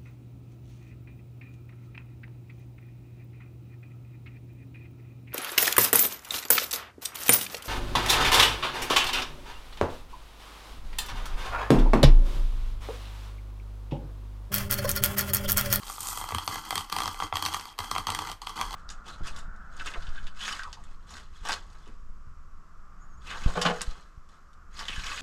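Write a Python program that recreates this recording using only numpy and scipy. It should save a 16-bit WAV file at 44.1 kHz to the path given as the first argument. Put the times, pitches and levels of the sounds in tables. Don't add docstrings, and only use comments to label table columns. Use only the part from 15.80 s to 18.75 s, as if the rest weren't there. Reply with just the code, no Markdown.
import sys
import numpy as np
from scipy import signal
from scipy.io import wavfile
from scipy.ndimage import uniform_filter1d

SR = 44100
rng = np.random.default_rng(int(sys.argv[2]) if len(sys.argv) > 2 else 0)


def attenuation_scalar(level_db):
    decades = np.asarray(level_db, float) / 20
    return 10 ** decades


def wav_record(signal):
    frames = np.transpose(np.atleast_2d(signal))
    bounded = np.clip(frames, -1, 1)
    quanta = np.round(bounded * 32767).astype(np.int16)
    wavfile.write(sys.argv[1], SR, quanta)


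N = 130095

# start_s, hold_s, pressure_db, easing_db_per_s
SHOVES = [(0, 0.086, -46, 44), (0.202, 0.25, -41.5, -5), (0.52, 0.097, -42.5, 93), (0.676, 0.074, -37, 103),
          (0.846, 0.025, -41, 52), (0.917, 0.095, -38.5, 207), (1.114, 0.15, -37.5, 82),
          (1.386, 0.053, -36.5, 291), (1.532, 0.21, -38.5, 82), (1.855, 0.032, -46.5, 247),
          (1.985, 0.069, -40, 82), (2.119, 0.072, -38.5, 209), (2.268, 0.23, -38, 335),
          (2.612, 0.011, -47.5, 98), (2.662, 0.041, -43.5, 176), (2.755, 0.094, -37, 177),
          (2.907, .05, -42, 10)]
# time_s, level_db
SKIN_SHARE = [(0, -4.5), (.15, 6), (.2, 1.5), (.23, 4), (.32, 5), (.45, -5), (.55, -9.5), (.8, -8.5),
              (1.1, -10), (1.5, -14.5), (1.8, -9), (2.2, -14.5), (2.95, -18)]
# time_s, level_db
SWAY_LEVEL = [(0, -42), (.15, -48), (1.0, -53), (1.1, -46), (1.3, -48.5), (1.4, -39), (1.47, -50.5),
              (1.95, -57.5), (2.05, -46.5), (2.501, -49.5), (2.87, -43), (2.95, -50)]

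# start_s, snap_db, board_knock_db, table_push_db
CORNS = [(0.098, -31, -30.5, -71), (0.1805, -58, -32.5, -54), (0.2068, -23.5, -57, -53),
         (0.2307, -46, -52, -56), (0.2856, -24.5, -32, -51.5), (0.3288, -31, -33, -67),
         (0.3736, -24, -29, -49), (0.4122, -28, -29, -49), (0.4398, -26.5, -29, -64),
         (0.4885, -27, -30, -57), (0.506, -34, -28, -56), (0.521, -48, -23, -36.5),
         (0.547, -18.5, -22, -35.5), (0.5831, -20.5, -25.5, -50), (0.6764, -15.5, -22.5, -40),
         (0.7564, -26, -27, -47), (0.8512, -28.5, -53, -66), (0.9062, -15, -24, -52),
         (0.9257, -31, -21, -47), (0.955, -13.5, -44, -41), (0.9781, -16.5, -28, -48),
         (1.0074, -27.5, -31.5, -60), (1.0982, -26, -62, -69), (1.1246, -15, -28, -46.5),
         (1.164, -15.5, -23.5, -42), (1.185, -17, -29, -52), (1.2032, -21, -22, -50),
         (1.2187, -22, -25, -44), (1.2339, -22, -33, -66), (1.2571, -22.5, -28.5, -44),
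         (1.277, -19, -23, -47), (1.4007, -27, -24.5, -52), (1.4223, -39, -20, -45),
              (1.5249, -55, -18, -39.5), (1.5555, -19, -25, -55), (1.5685, -16.5, -25, -57),
              (1.6239, -14.5, -27, -44), (1.6516, -16.5, -43, -47), (1.661, -12, -26, -54),
              (1.744, -14.5, -31, -57), (1.9883, -17, -24.5, -41), (2.1128, -16.5, -23, -42.5),
              (2.1509, -25, -27, -51), (2.1613, -49, -18, -66), (2.1809, -19, -23, -40),
              (2.2689, -19, -25, -47), (2.2895, -52, -20, -43.5), (2.3022, -17.5, -35, -50),
              (2.32, -24, -30, -42), (2.3479, -16, -30, -67), (2.3889, -20.5, -26.5, -58),
              (2.5152, -24, -35, -53), (2.6174, -31, -41.5, -68), (2.6699, -26.5, -28, -67),
              (2.7693, -39, -37, -55), (2.7947, -35, -28.5, -49), (2.8045, -47, -27.5, -63),
              (2.812, -18.5, -19, -45), (2.9074, -29, -34.5, -58), (2.9404, -29, -29, -61)]
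# start_s, snap_db, board_knock_db
SEEDS = [(0.6353, -34, -53), (0.7436, -27.5, -38), (1.3436, -33.5, -33.5), (1.7284, -27.5, -35),
         (1.7372, -21.5, -38), (1.8101, -29, -57), (1.8542, -32.5, -38.5), (1.926, -44.5, -55),
         (2.0024, -29, -29.5), (2.4194, -27.5, -30.5), (0.711, -37, -33), (1.538, -36, -28),
         (1.98, -38, -41), (2.0436, -32, -38), (2.4712, -27.5, -32), (2.479, -36, -38),
         (2.4974, -30.5, -28), (2.526, -32, -41), (2.755, -44, -45), (1.765, -29, -32), (1.4661, -48, -38),
         (1.1198, -35, -46), (1.2663, -30, -31), (1.685, -26, -30), (2.284, -33, -28), (2.338, -35, -33),
         (2.821, -35, -30), (2.6934, -29, -46), (2.9288, -29, -35)]
# start_s, peak_db, pitch_hz
FLAKES = [(0.0326, -33, 4180), (0.0506, -42, 3880), (0.0564, -36, 9800), (0.067, -34, 3500),
          (0.0715, -28.5, 7470), (0.0814, -29, 4280), (0.0924, -28.5, 5030), (0.1098, -26, 8700),
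          (0.1194, -28, 8740), (0.1274, -27, 6790), (0.1634, -31.5, 4600), (0.1804, -40, 4270),
          (0.2056, -18, 8500), (0.217, -39, 5100), (0.2308, -22, 8700), (0.2474, -30, 8400),
          (0.2711, -17.5, 7400), (0.2968, -25, 8000), (0.3112, -28, 7240), (0.3414, -32, 8800),
          (0.3566, -25, 7000), (0.385, -24, 8700), (0.4038, -26, 8820), (0.7114, -31, 4580),
          (0.784, -44, 6240), (0.8147, -36, 4610), (1.7966, -25, 4610), (1.8397, -39, 4540),
          (1.8724, -37, 4560), (1.8904, -35, 3850), (1.9014, -38, 4480),
          (0.2273, -28, 8600), (.646, -30, 12500), (.656, -33, 9000), (.662, -31, 10000),
          (.667, -28, 12500), (1.8804, -40, 6000), (1.9395, -47, 2600), (2.647, -40, 4600),
          (.7433, -29, 12500)]

# pitch_hz, width_hz, level_db
PIN_MODES = [(1160, 157, 1), (2034, 107, -2), (2586, 220, -7), (3250, 190, 6), (4600, 82, -8),
             (6340, 140, -10), (8460, 650, -13.5)]
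# pitch_hz, width_hz, level_db
BOARD_MODES = [(756, 150, -1.5), (867, 160, -2.5), (1004, 106, -0.6), (1164, 106, 4), (1292, 133, -1.3),
               (1603, 320, -2.5), (2280, 910, 3.5)]
# pitch_hz, width_hz, level_db
TABLE_MODES = [(88.1, 24, 0.15), (167.7, 36.6, -1.5), (235, 36, -3.5), (309, 30, -3), (426.6, 62, -3),
               (506, 89, -8.5)]

# frequency_hz, level_db
SHELL_COLOUR = [(880, -65.5), (1500, -5), (2780, -7), (4300, -0.07), (5550, -7), (14000, -20)]
# frequency_hz, level_db
SKIN_COLOUR = [(1470, -65), (2500, -9), (3260, -18.5), (3530, -9.5), (8640, -0.5), (10300, -8.5),
               (14000, -3.5)]
# frequency_hz, level_db
AIR_COLOUR = [(60, 1), (300, 0.5), (600, -1), (1100, 3), (2500, -5.5), (9000, -22), (15000, -15)]
# frequency_hz, level_db
WOOD_RADIATES = [(300, -7.5), (600, -12.5), (800, -0.5), (15000, 0)]
# frequency_hz, level_db
TABLE_RADIATES = [(45, -19), (75, -2), (90, 0), (180, 2), (450, -1), (600, -3), (5000, -8.5)]


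def evened(x):
    return x / np.sqrt(np.mean(x ** 2) + 1e-20)


def colour(x, points):
    points_hz, points_db = np.transpose(points)
    hz = abs(np.fft.fftfreq(4096, 1 / SR))
    db = np.interp(np.log(hz + 1), np.log(points_hz), points_db, left=-60)
    log_gain = db * np.log(10) / 20
    taps = np.fft.ifft(np.exp(np.conj(signal.hilbert(log_gain)))).real[:2048]
    return signal.oaconvolve(x, taps / np.linalg.norm(taps))[:N]


def ring(x, modes, place_db=0, rise_s=1e-5):
    has_bass = modes[0][0] < 200
    t = np.arange(SR // 4 if has_bass else SR // 20) / SR
    luck = rng.standard_normal((len(modes), 2))
    detune = 0.021 if place_db > 0 else 0
    body = np.zeros(len(t))
    for (hz, width_hz, db), (weight, shift) in zip(modes, luck):
        size = attenuation_scalar(db + place_db * weight) * np.sqrt(width_hz)
        decay = np.exp(-np.pi * width_hz * t)
        body += size * decay * np.sin(2 * np.pi * hz * (1 + detune * shift) * t)
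    body *= 1 - np.exp(-t / rise_s)
    return signal.oaconvolve(x, body / np.linalg.norm(body))[:N]


def clicks(per_s, spread_db, clump_db, rub_db):
    clumps = evened(uniform_filter1d(uniform_filter1d(rng.standard_normal(N), 300), 300))
    size = attenuation_scalar(spread_db * np.minimum(rng.exponential(1, N), 3.5))
    sign = np.sign(rng.standard_normal(N))
    ticks = evened(size * sign * (rng.random(N) < per_s / SR))
    rubbing = attenuation_scalar(rub_db) * rng.standard_normal(N)
    return evened(attenuation_scalar(clump_db * clumps) * (ticks + rubbing))


def pressure_db():
    t, rows = np.arange(N) / SR, np.array(SHOVES)
    current = np.maximum(np.searchsorted(rows[:, 0], t, "right") - 1, 0)
    start_s, hold_s, db, ease = rows[current].T
    return uniform_filter1d(db - ease * np.maximum(t - start_s - hold_s, 0), 200, origin=90)


def skin_db():
    return np.interp(np.arange(N) / SR, *np.transpose(SKIN_SHARE))


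def grind():
    pressure = pressure_db()
    force = attenuation_scalar(pressure) * clicks(per_s=1200, spread_db=3.5, clump_db=2.06, rub_db=-4)
    weight = force * attenuation_scalar(0.36 * (pressure + 36) - 0.13 * (skin_db() + 16.5))
    place = np.repeat(rng.integers(0, 6, N // 200 + 1), 200)[:N]
    wood = np.zeros(N)
    for k in range(6):
        here = force * (place == k)
        wood += attenuation_scalar(-2.5) * ring(here, BOARD_MODES[1:6], 4.5)
        wood += attenuation_scalar(-6) * ring(here, PIN_MODES, 5.0)
    wood = colour(colour(wood, WOOD_RADIATES), WOOD_RADIATES)
    table = colour(ring(weight, TABLE_MODES, rise_s=0.0013), TABLE_RADIATES)
    return wood + attenuation_scalar(-7.0) * colour(force, SHELL_COLOUR) + attenuation_scalar(-16.0) * table


def skins():
    crackle = clicks(per_s=2500, spread_db=3, clump_db=3.0, rub_db=0.5)
    return attenuation_scalar(pressure_db() + skin_db()) * colour(crackle, SKIN_COLOUR)


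def sway():
    time_s, db = np.transpose(SWAY_LEVEL)
    mode = [(33, 13, 0)]  # pitch_hz, width_hz, level_db
    rocking = evened(ring(ring(rng.standard_normal(N), mode), mode))
    return rocking * attenuation_scalar(np.interp(np.arange(N) / SR, time_s, db))


def flakes():
    t, out = np.arange(400) / SR, np.zeros(N + SR)
    rows = FLAKES
    for (start_s, db, hz), noise in zip(rows, rng.standard_normal((len(rows), 400))):
        burst = noise * np.exp(-t / 0.00098)
        tick = ring(burst, [(hz, 0.21 * hz, 0)])
        out[round(start_s * SR):][:len(tick)] += attenuation_scalar(db - 7) * tick / abs(tick).max() * 2
    return out[:N]


def corns():
    t = np.arange(3000) / SR
    snap, fold, wood, push = np.zeros((4, N + 15000))
    skin = skin_db()
    snap_s, crumble_t60_s, push_s = 0.0015, 0.15, 0.0039
    shape = np.exp(-(t / snap_s) ** 1.1) + attenuation_scalar(-25 - 60 * t / crumble_t60_s)
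    knock_lag_s, knock_s = 0.000911, 0.00029
    blow = np.exp(-.5 * ((t - knock_lag_s) / knock_s * 4) ** 2)
    rocking = 1 + 1.5 * np.cos(2 * np.pi * TABLE_MODES[0][0] * t)
    settle = blow + 0.13 * t / push_s * np.exp(-t / push_s) * rocking
    ticking_seeds = [(*row, -80) for row in SEEDS]
    for start_s, snap_db, knock_db, push_db in CORNS + ticking_seeds:
        at, noise = round(start_s * SR) + 20, rng.standard_normal((2, 3000))
        noise[0, 0] = attenuation_scalar(7.5)
        cushion = attenuation_scalar(-max(skin[at] + 8, 0))
        crack = attenuation_scalar(snap_db) * shape * noise[0]
        knock = attenuation_scalar(knock_db) * (blow + 0.23 * shape * noise[1])
        pin = attenuation_scalar(-4.5) * ring(crack, PIN_MODES, 1.6) * cushion
        board = attenuation_scalar(0.5) * ring(knock, BOARD_MODES, 4.3, rise_s=0.0004)
        knocked_pin = attenuation_scalar(-1.5) * ring(knock, PIN_MODES[:4], 1.2)
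        sound = pin + board + knocked_pin
        snap[at:at + 3000] += crack * cushion
        fold[at:at + 3000] += crack * attenuation_scalar(skin[at])
        wood[at:at + len(sound)] += sound
        thud = ring(attenuation_scalar(push_db) * settle, TABLE_MODES, 3.4, rise_s=0.0028)
        push[at:at + len(thud)] += thud
    shells = attenuation_scalar(-3.5) * colour(snap, SHELL_COLOUR) + attenuation_scalar(-2.0) * colour(fold, SKIN_COLOUR)
    return shells + colour(wood, WOOD_RADIATES) + attenuation_scalar(-0.5) * colour(push, TABLE_RADIATES)


def room(x):
    t, t60_s = np.arange(SR // 3) / SR, .17
    sign = rng.choice([-1., 1.], len(t))
    echoes = sign * (rng.random(len(t)) < .05)
    tail = echoes * attenuation_scalar(-60 * t / t60_s) * (t > .004)
    return signal.fftconvolve(x, tail / np.linalg.norm(tail))[:N]


def scene():
    near = grind() + skins() + corns() + flakes()
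    air = attenuation_scalar(-60.5) * colour(rng.standard_normal(N), AIR_COLOUR)
    return (near + attenuation_scalar(-9.5) * room(near) + sway() + air)[None]


def top_cut(x):
    return signal.sosfilt(signal.butter(12, 15460, fs=SR, output="sos"), x)


def record(dry):
    ceiling, edge_hz = .2, 14300
    limited = ceiling * np.tanh(dry / ceiling)
    edge = signal.firwin(601, edge_hz, window=("kaiser", 3), fs=SR)[None]
    mix = signal.oaconvolve(limited, edge, "same")
    return top_cut(mix)


dry = scene()
out = record(dry)
wav_record(out)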